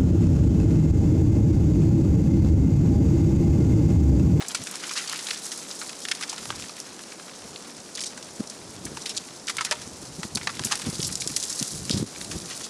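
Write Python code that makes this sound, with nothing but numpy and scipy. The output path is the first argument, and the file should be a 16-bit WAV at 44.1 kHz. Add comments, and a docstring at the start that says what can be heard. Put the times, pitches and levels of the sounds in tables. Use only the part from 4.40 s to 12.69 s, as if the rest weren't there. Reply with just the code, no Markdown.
"""Sharp ticks, splashes and crumbling ice patter down in showers, with a lull between them.
Meltwater and ice fall down a thawing roadside rock face: each piece shatters or splashes in a burst of
tiny cracks, heaps of crumbs slide, and heavy pieces knock on hollow sheets of ice. Behind them, fine
spray ticks over the hiss of trickling water and faint open air. Light wind rumbles and now and then
buffets the microphone."""
import sys
import numpy as np
from scipy import signal
from scipy.fft import rfft, irfft
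from scipy.io import wavfile
from scipy.ndimage import uniform_filter1d

SR = 44100
rng = np.random.default_rng(int(sys.argv[2]) if len(sys.argv) > 2 else 0)


def store_wav(level_fs):
    """Save 16-bit WAV to argv[1]."""
    pcm = np.round(np.clip(np.atleast_2d(level_fs), -1, 1) * 32767)
    wavfile.write(sys.argv[1], SR, pcm.T.astype(np.int16))


N = 365588


def undb(db):
    """Decibels to gain."""
    return 10 ** (np.asarray(db) / 20)


def unit(x):
    """Scale to rms 1."""
    return x / np.sqrt(np.mean(x ** 2) + 1e-18)


def curve(table, column):
    """One column of a timed table, at every sample."""
    rows = np.array(table)
    return np.interp(np.arange(N) / SR, rows[:, 0], rows[:, column])


def bell(t, s, width):
    """A smooth swell of height 1 around time s."""
    return np.exp(-.5 * ((t - s) / width) ** 2)


def waver(rate_hz):
    """A random drift of rms 1: held steps, smoothed twice."""
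    hold = int(SR / rate_hz)
    steps = np.repeat(rng.standard_normal(N // hold + 1), hold)
    return unit(uniform_filter1d(uniform_filter1d(steps, hold), hold)[:N])


def ring(x, gain_db, size=512):
    """Pass x through the causal filter whose dB gain is given as a function of frequency."""
    hz = np.maximum(np.arange(size // 2 + 1), .5) * SR / size
    cepstrum = irfft(np.log(undb(gain_db(hz))))[:size // 2]
    cepstrum[1:] *= 2  # minimum phase: nothing sounds ahead of the attack
    impulse = irfft(np.exp(rfft(cepstrum, size)))
    return signal.fftconvolve(x, impulse)[:len(x)]


def colour(x, points):
    """Equalise x along (Hz, dB) points."""
    hz, db = np.transpose(points)
    return ring(x, lambda f: np.interp(np.log(f), np.log(hz), db), size=4096)


def add(out, s, sound):
    """Mix a sound in at time s."""
    start = int(np.clip(s * SR, 0, N - 1))
    out[start:start + len(sound)] += sound[:N - start]


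def grains(per_s, spread_db, decay_s, shared):
    """A broadband crackle of rms 1: each tiny grain sounds in its own band, and some span all bands."""
    def sparks():
        """Power of random grains that start at once and die away; mean 1."""
        draw = rng.random(N) * SR / per_s
        born, energy = draw < 1, np.zeros(N)
        size = np.minimum(-np.log(draw[born]), 5)  # most small, a few large
        energy[born] = undb(spread_db * size) ** 2
        power = signal.lfilter([1], [1, -np.exp(-1 / (decay_s * SR))], energy + 1e-9)
        return power / power.mean()
    common, out = sparks(), 0
    edges_hz = [150, 1000, 2000, 3500, 5500, 8000, 18000]
    for band in zip(edges_hz, edges_hz[1:]):
        burst = rng.standard_normal(N) * np.sqrt(shared * common + (1 - shared) * sparks())
        out = out + signal.sosfilt(signal.butter(2, band, "bandpass", fs=SR, output="sos"), burst)
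    return unit(out)


def open_air(level_db=-45):
    """A faint, low bed of outdoor noise that barely moves."""
    # tone of the air: (frequency [Hz], gain [dB])
    spectrum = [(25, -23), (70, -24.5), (115, -14), (165, -2.5), (240, -0.5), (330, -1), (500, -3),
                (900, -7.5), (1500, -12), (4000, -26.5), (15000, -40)]
    return unit(colour(rng.standard_normal(N), spectrum)) * undb(level_db + .5 * waver(5.1))


def wind(calm_db=-68.5, breeze_db=-58, freshen_s=4.4):
    """A wavering rumble: gusts swell and fade over a light breeze that slowly freshens."""
    # gusts: (peak time [s], level [dB], half width [s])
    gusts = [(.21, -55, 0.043), (2.15, -47.5, 0.093), (3.11, -54, 0.042), (3.936, -54, .06),
             (4.427, -41.5, 0.089), (5.443, -45, 0.034), (5.705, -44, 0.072), (5.98, -43, 0.073),
             (6.197, -44, 0.05), (6.498, -44, 0.1), (6.683, -44.5, 0.089), (6.864, -41.5, 0.084),
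             (7.414, -39, 0.064), (7.563, -33.5, 0.056), (7.923, -42, 0.12)]
    # tone of the rumble: (frequency [Hz], gain [dB])
    spectrum = [(20, -83), (40, -11), (70, -1.5), (130, 3.5), (220, 0), (400, -9), (800, -30), (3000, -36)]
    t = np.arange(N) / SR
    breeze = undb(calm_db + (breeze_db - calm_db) * np.minimum(t / freshen_s, 1) ** 2)
    gust_power = sum((undb(db) * bell(t, s, width)) ** 2 for s, db, width in gusts)
    rumble = unit(colour(rng.standard_normal(N), spectrum))
    return rumble * np.sqrt(breeze ** 2 + gust_power) * undb(3.2 * waver(35))


def buffets(usual_width_s=0.0041, lead_s=.1):
    """Single eddies bump the microphone; briefer ones sound higher."""
    # eddies: (peak time [s], level [dB], half width [s])
    eddies = [(0.211, -34.5, 0.0088), (3.998, -21, 0.00066), (4.005, -18, 0.0016), (4.456, -32.5, 0.0063),
              (4.517, -31.5, 0.0024), (5.475, -39, 0.0044), (5.625, -40, .007), (5.792, -30.5, 0.0061),
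              (5.85, -30, 0.005), (5.962, -30.5, 0.0065), (6.208, -31, 0.0071), (6.259, -31.5, 0.0076),
              (6.443, -35, 0.0049), (6.469, -24.5, 0.0043), (6.483, -24.5, 0.0079), (6.533, -31.5, .003),
              (6.596, -23.5, 0.0032), (6.637, -38, 0.0035), (6.716, -37, 0.009), (6.865, -27.5, 0.0016),
              (6.903, -35.5, 0.0047), (7.212, -26, 0.0018), (7.22, -25.5, 0.0043), (7.505, -16, 0.0011),
              (7.527, -30, 0.0023), (7.54, -24, 0.0065), (7.568, -24, 0.0027), (7.578, -23.5, 0.0028),
              (7.6, -22, 0.0014), (7.612, -26.5, 0.0098), (7.627, -14, 0.00082), (7.641, -31, 0.0047),
              (7.9, -35.5, 0.0051), (7.956, -27.5, 0.0056), (8.028, -40, .007)]
    # tone of an eddy of the usual width: (frequency [Hz], gain [dB])
    spectrum = [(20, -40), (40, -18), (70, -10), (130, 2.5), (190, 5.5), (300, -0.5), (420, -7),
                (700, -21.5), (2000, -32)]
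    out, t = np.zeros(N), np.arange(int(2 * lead_s * SR)) / SR
    for s, db, width in eddies:
        swell = bell(t, lead_s, width)
        pitch = (usual_width_s / width) ** 0.14
        swirl = colour(rng.standard_normal(len(t)) * swell, [(hz * pitch, g) for hz, g in spectrum])
        add(out, s - lead_s, unit(swirl) * np.sqrt(np.mean(swell ** 2)) * undb(db))
    return out


def trickle(centre_hz=5800, width_hz=5700, level_db=-50.5):
    """Thin streams hiss steadily further along the face."""
    noise = rng.standard_normal(N)
    hiss = ring(noise, lambda f: -10 * np.log10(1 + ((f - centre_hz ** 2 / f) / width_hz) ** 2))
    return unit(hiss) * undb(level_db + waver(44))


def patter(spray_db, drops_db):
    """Fine spray and heavier drops tick on rock and ice, in uneven flurries."""
    # bright tone of the spray: (frequency [Hz], gain [dB])
    spray_tone = [(1500, -18.5), (2800, -16.5), (4000, -5), (5800, -4), (7500, -1.5), (10000, -2),
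                  (15000, 5.5)]
    # midrange tone of the drops: (frequency [Hz], gain [dB])
    drop_tone = [(400, -29), (800, -1), (1300, 1.5), (2300, 1), (3500, -1.5), (6000, -14), (15000, -49)]
    spray = colour(grains(per_s=1120, spread_db=3.0, decay_s=0.0007, shared=0.31), spray_tone)
    spray *= undb(2.26 * waver(70))
    drops = colour(grains(per_s=450, spread_db=3.5, decay_s=0.0015, shared=0.63), drop_tone)
    drops *= undb(2.15 * waver(40))
    return unit(spray) * undb(spray_db + 4.5) + unit(drops) * undb(drops_db + 1.5)


def splash(crackle, db, rise_s, decay_s, low_hz, tilt_db, crack=2.1, body_db=-1):
    """One landing: a crack, a burst of fragments and a short hollow ring; bigger pieces ring lower."""
    t = np.arange(int((rise_s + 6 * decay_s) * SR) + 256) / SR
    power = np.minimum(t / rise_s, 1) * np.exp(-(np.maximum(t - rise_s, 0) / decay_s) ** 0.99)
    place, *detune = rng.random(4)
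    start = int(place * (N - SR))
    burst = crackle[start:start + len(t)] * np.sqrt(power)
    burst[int(rise_s * SR)] += crack
    # tilted above the lowest ring, cut steeply below it
    burst = ring(burst, lambda f: tilt_db * np.log2(np.maximum(f / low_hz, 1))
                 - 10 * np.log10(1 + (low_hz / f) ** 8))
    # the lowest resonances outlast the crack by a few cycles; dull, heavy blows feed them most
    modes_hz = low_hz * (np.array([1.01, 1.45, 2.1]) + .2 * (np.array(detune) - .5))
    body = sum(signal.lfilter(*signal.iirpeak(hz, Q=16, fs=SR), burst) for hz in modes_hz)
    return unit(burst + undb(body_db) * body) * np.sqrt(power.mean()) * undb(db)


def small_landings(crackle, shower_db, over_db=6, spread_db=2.5, count=220):
    """Lesser pieces land at random, as strongly as the shower runs; most are small and bright."""
    out = np.zeros(N)
    for when, size, length, pitch in rng.random((count, 4)):
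        db = shower_db[int(when * N)] + over_db + spread_db * min(-np.log(size), 2)
        tick = splash(crackle, db, rise_s=0.00027, decay_s=0.0016 * (0.5 + length),
                      low_hz=900 * 5 ** np.sqrt(pitch), tilt_db=-1)
        add(out, when * N / SR, tick)
    return out


def knocks(attack_s=0.00025, detune_span=0.069):
    """Heavy pieces knock on hollow sheets of ice, which ring briefly; no two are tuned quite alike."""
    # blows: (time [s], base level [dB], main ring [Hz], decay of the main ring [s])
    blows = [(.014, -32, 790, 0.0091), (.149, -19, 1390, 0.0029), (1.717, -22, 1930, 0.0024),
             (2.104, -16.5, 1200, 0.0024), (4.572, -26.5, 905, 0.0036), (5.185, -31, 1346, 0.013),
             (5.313, -26.5, 608, 0.015), (5.324, -24, 932, 0.0099), (6.073, -29, 1130, 0.0075),
             (6.328, -23, 1160, 0.0044)]
    # modes of a sheet: (frequency [multiple of the main ring], gain [dB])
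    modes = [(.8, -10.5), (1, 2), (1.22, -17), (1.55, -13), (2.75, 0.5)]
    out, t = np.zeros(N), np.arange(SR // 10) / SR
    attack = np.minimum(t / attack_s, 1)
    for s, db, main_hz, decay_s in blows:
        for (multiple, mode_db), detune, phase in zip(modes, *rng.random((2, len(modes)))):
            hz = main_hz * multiple * (1 + detune_span * (detune - .5))
            fade = np.exp(-t / decay_s * multiple ** 1.1)  # higher modes die sooner
            add(out, s, undb(db + mode_db) * np.sin(2 * np.pi * (hz * t + phase)) * attack * fade)
    return out


def slides(crackle):
    """Heaps of crumbs slide in a crunch that swells, then settles."""
    # heaps: (peak time [s], level [dB], decay [s], lowest ring [Hz])
    heaps = [(0.578, -26.5, .017, 1320), (.94, -37.5, 0.014, 1720), (1.898, -27.5, 0.0036, 3470),
             (3.666, -30, 0.0065, 3870), (4.62, -36, .005, 4000), (5.085, -24.5, 0.0049, 1380),
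             (6.3221, -21.5, 0.008, 820), (6.65, -27, 0.0082, 3720), (6.809, -27.5, .006, 4540),
             (7.101, -26.5, 0.004, 5030), (8.116, -33.5, 0.01, 1350), (8.243, -33, 0.007, 3380)]
    out = np.zeros(N)
    for s, db, decay_s, low_hz in heaps:
        rise_s = 1.5 * decay_s
        add(out, s - rise_s, splash(crackle, db, rise_s, decay_s, low_hz, tilt_db=-3.5))
    return out


def near_landings(crackle):
    """The nearest drops and pieces of ice strike sharply."""
    # impacts: (time [s], level [dB], decay [s], lowest ring [Hz], treble tilt [dB/octave])
    hits = [(0.083, -17.5, 0.003, 3460, 10.5), (.107, -30, .0013, 3100, -21), (.114, -29, .0012, 2500, 2),
            (.147, -18.5, 0.0042, 1220, -1), (0.237, -19, 0.0014, 1700, 8), (0.27, -26.5, 0.003, 1660, -3),
            (0.312, -14, 0.0018, 2830, 16), (.356, -20, 0.00071, 2600, 6), (.436, -29, 0.0047, 1380, -7),
            (0.493, -27, 0.0024, 2360, -8), (0.509, -28.5, 0.0063, 1130, -6), (0.576, -22, .0005, 1800, -2),
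            (.583, -28, 0.0017, 1600, -6), (0.675, -29, 0.0034, 2200, -4), (0.696, -20.5, 0.0016, 1900, 3),
            (0.726, -19, 0.00092, 5200, 5), (.759, -30, 0.0027, 2400, -6), (.79, -29, 0.0055, 1490, -2.5),
            (0.869, -25, 0.0019, 2880, -7), (0.906, -21, 0.0018, 2190, -8),
            (0.9107, -18.5, 0.0009, 1500, -5), (1.117, -28, 0.0055, 1400, -1.5),
            (1.175, -24.5, 0.0018, 5060, 2.5), (1.312, -30, 0.0022, 3520, -11),
            (1.493, -29, 0.0028, 1700, -4), (1.603, -28.5, 0.0018, 1500, 5), (1.414, -29, 0.0062, 990, -6),
            (1.652, -21.5, 0.0017, 1640, -8), (1.685, -21, 0.0015, 1570, -3.5),
            (1.714, -17, 0.0024, 1550, -5.5), (1.717, -18.5, 0.0016, 1690, -7.5),
            (1.748, -29, 0.0046, 940, 2.5), (1.809, -28, 0.0038, 890, -3), (1.825, -24.5, 0.0026, 1510, -4),
            (1.834, -24.5, 0.0038, 1140, -3.5), (1.928, -29, 0.0047, 614, -3.5),
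            (1.98, -28, 0.0021, 1300, 0), (2.055, -25.5, 0.0015, 594, -1.5), (2.1039, -23, 0.002, 1050, -7),
            (2.125, -32, 0.0021, 1090, -10), (2.223, -29, 0.0014, 2390, -8), (2.239, -33, 0.0021, 1310, -5),
            (2.294, -31, 0.0023, 1110, -4.5), (2.367, -30, 0.001, 1600, -2),
            (2.401, -22.5, 0.0011, 5050, 2), (2.592, -31, 0.0011, 1490, -5), (2.636, -33, 0.0012, 3000, -4),
            (2.72, -35, 0.0025, 1300, -8), (2.797, -33.5, 0.0019, 1200, -7),
            (2.88, -38.5, 0.0039, 1440, -10), (3.16, -29.5, 0.0013, 2920, -29),
            (3.367, -32, 0.00082, 3500, 3), (3.552, -27, 0.0018, 4360, -4), (3.558, -28, .001, 4800, -5),
            (3.573, -29, 0.002, 3000, -5), (3.578, -30, 0.0034, 1230, -3.5), (3.5905, -29, 0.002, 2300, -5),
            (3.595, -31, .0013, 3600, -7), (3.6055, -25.5, 0.0016, 3800, -6),
            (3.613, -26.5, .0025, 1400, -2), (3.6206, -28, 0.0012, 4500, -2), (3.627, -29, .0018, 5200, -8),
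            (3.637, -25, 0.0022, 2320, -0.5), (3.6425, -28, 0.0019, 4200, -5),
            (3.774, -33.5, 0.0058, 980, -2), (3.826, -33, 0.003, 2500, 0.5), (4.073, -34, 0.0019, 4500, -6),
            (4.098, -30, 0.0034, 4200, 1), (4.452, -20, 0.0028, 2940, 9.5), (4.465, -35, 0.0043, 1490, -12),
            (4.57, -30.5, 0.0033, 800, -2), (4.657, -26, 0.0076, 1780, -1), (4.693, -26, 0.006, 2500, -1),
            (4.766, -26.5, 0.0044, 4770, -14), (4.776, -15.5, 0.00054, 2880, 0),
            (4.7805, -23.5, 0.0011, 3280, -8), (5.07, -29.5, .002, 4750, -10),
            (5.096, -19.5, 0.0042, 905, -1), (5.168, -21.5, 0.0019, 990, 0),
            (5.183, -19.5, 0.0035, 1420, -10), (5.208, -19, 0.0047, 920, -5), (5.248, -18, 0.0036, 680, 1),
            (5.262, -31, 0.0054, 1450, -10), (5.3114, -12, 0.00047, 2400, -0.5),
            (5.313, -18.5, 0.0048, 1240, -5), (5.3239, -21, 0.0023, 864, -2),
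            (5.414, -33.5, 0.0073, 790, -1.5), (5.831, -25.5, 0.0039, 880, -3), (5.95, -23, 0.003, 4400, 0),
            (5.9568, -10.5, 0.00062, 4100, 3), (5.971, -22, 0.0028, 1030, -4),
            (6.012, -31.5, 0.0039, 1500, -13), (6.071, -20, 0.0033, 870, -5.5),
            (6.073, -16, 0.0016, 1800, -11.5), (6.092, -27, 0.005, 1190, -9),
            (6.194, -19.5, 0.0012, 715, -3.5), (6.237, -25, 0.002, 1190, -2.5),
            (6.246, -14, 0.0079, 1210, 9.5), (6.321, -18, 0.0025, 1200, -2), (6.354, -20, 0.0022, 540, 2),
            (6.397, -27.5, 0.0013, 855, -4), (6.417, -27, 0.0033, 1770, -2), (6.499, -24, .003, 3500, 6),
            (6.553, -27, .0018, 3000, 2), (6.601, -28.5, 0.0034, 3400, -13), (6.609, -22, .001, 3500, 9),
            (6.617, -20, 0.0011, 3500, 5), (6.628, -19, 0.00065, 2940, -3),
            (6.6309, -15, 0.0007, 2200, 0.5), (6.668, -13.5, 0.002, 3550, 12),
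            (6.678, -16.5, 0.0028, 5230, 10), (6.724, -26, .004, 4000, 3), (6.7543, -16, 0.0012, 3720, 1),
            (6.819, -19.5, 0.0017, 1560, 0), (6.8745, -16.5, 0.0015, 3430, 2),
            (6.916, -23.5, 0.0021, 3330, 5), (6.9627, -14.5, 0.0049, 1640, 5.5),
            (6.967, -14, .0009, 1290, 2.5), (7.0, -23, .003, 4500, 5), (7.027, -22.5, 0.0028, 3400, 1.5),
            (7.037, -17.5, 0.0011, 3520, 1), (7.126, -25, 0.0023, 3800, 2), (7.159, -22, 0.0012, 3500, 7),
            (7.19, -22, .0025, 4200, 1), (7.1985, -17, 0.00063, 4070, -2), (7.227, -11.5, 0.0013, 1090, 5),
            (7.279, -23, .002, 4500, 6), (7.334, -29, 0.0008, 3000, 0), (7.452, -27, .001, 3500, 1),
            (7.496, -14, 0.00049, 1900, 0), (7.509, -21, 0.0038, 3570, -11), (7.525, -31, 0.015, 3400, -9),
            (7.573, -25.5, 0.006, 536, 2), (7.622, -43, 0.0045, 900, 2), (7.663, -35, 0.0023, 4500, -2),
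            (7.674, -37, 0.0017, 4500, -3), (7.76, -31, 0.0011, 1600, -16),
            (7.813, -24, 0.0011, 1700, -3.5), (7.846, -27, 0.0019, 1990, 4),
            (7.912, -28.5, 0.0073, 1140, -1.5), (8.176, -23, 0.0012, 2520, 5)]
    out = np.zeros(N)
    for s, db, decay_s, low_hz, tilt_db in hits:
        rise_s = 0.23 * decay_s  # bigger splashes build more slowly
        add(out, s, splash(crackle, db, rise_s, decay_s, low_hz, tilt_db))
    return out


def rock_scatter(x, wet_db=-20, t60_s=.3, build_s=0.0017):
    """The rough face and the road throw back a short, diffuse tail."""
    t = np.arange(SR // 2) / SR
    tail = rng.standard_normal(len(t)) * np.exp(-np.log(1000) * t / t60_s) * np.minimum(t / build_s, 1)
    return x + undb(wet_db) * signal.fftconvolve(x, tail / np.linalg.norm(tail))[:N]


def dip(start_s=7.631, fall_s=.002, hold_s=0.024, recovery_s=0.014, depth_db=-9):
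    """A gain curve: the level drops abruptly after the strongest gust, holds and eases back."""
    since = np.arange(N) / SR - start_s
    fall = np.clip(since / fall_s, 0, 1)
    release = np.clip(1 - (since - hold_s) / recovery_s, 0, 1)
    return undb(depth_db * fall * release)


def scene():
    """Falling ice and water over the trickle and the open air; all but the wind dips once."""
    # strength of the shower: (time [s], fine spray [relative dB], heavier drops [relative dB])
    shower = [(0.0, -41.5, -44), (0.3, -39.5, -43.5), (0.71, -37.5, -42.5), (1.04, -37, -46),
              (1.57, -42, -50), (1.89, -41.5, -45.5), (2.56, -46, -50.5), (4.48, -47.5, -55.5),
              (4.59, -43.5, -49), (5.08, -46.5, -56), (5.24, -46, -44), (5.52, -45, -55),
              (5.89, -45.5, -53.5), (6.26, -41, -44), (6.68, -35.5, -45.5), (6.77, -40, -50),
              (6.94, -38, -47.5), (7.11, -33, -48.5), (7.36, -35, -50), (7.49, -38, -49.5),
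              (7.66, -41.5, -51), (8.1, -39, -50.5), (8.29, -38, -46)]
    spray_db, drops_db = curve(shower, 1), curve(shower, 2)
    crackle = grains(per_s=2600, spread_db=1.0, decay_s=0.000083, shared=0.1)
    falling = near_landings(crackle) + slides(crackle) + knocks()
    falling += small_landings(crackle, (spray_db + drops_db) / 2) + patter(spray_db, drops_db)
    roadside = open_air() + rock_scatter(falling) + trickle()
    return (roadside * dip() + wind() + buffets())[None]


def record(dry, top_hz=15700):
    """A small microphone that dulls the highest treble, then a steep cut."""
    # microphone response: (frequency [Hz], gain [dB])
    response = [(100, 0), (2000, -2.5), (2900, -1.5), (4300, 2), (5600, 4.5), (7200, 1), (10000, 0),
                (11000, -8), (12000, -17), (14000, -29.5), (15000, -45), (16000, -50)]
    high_cut = signal.ellip(8, .2, 70, top_hz, fs=SR, output="sos")
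    return signal.sosfilt(high_cut, colour(dry[0], response))[None]


dry = scene()
out = record(dry)
store_wav(out)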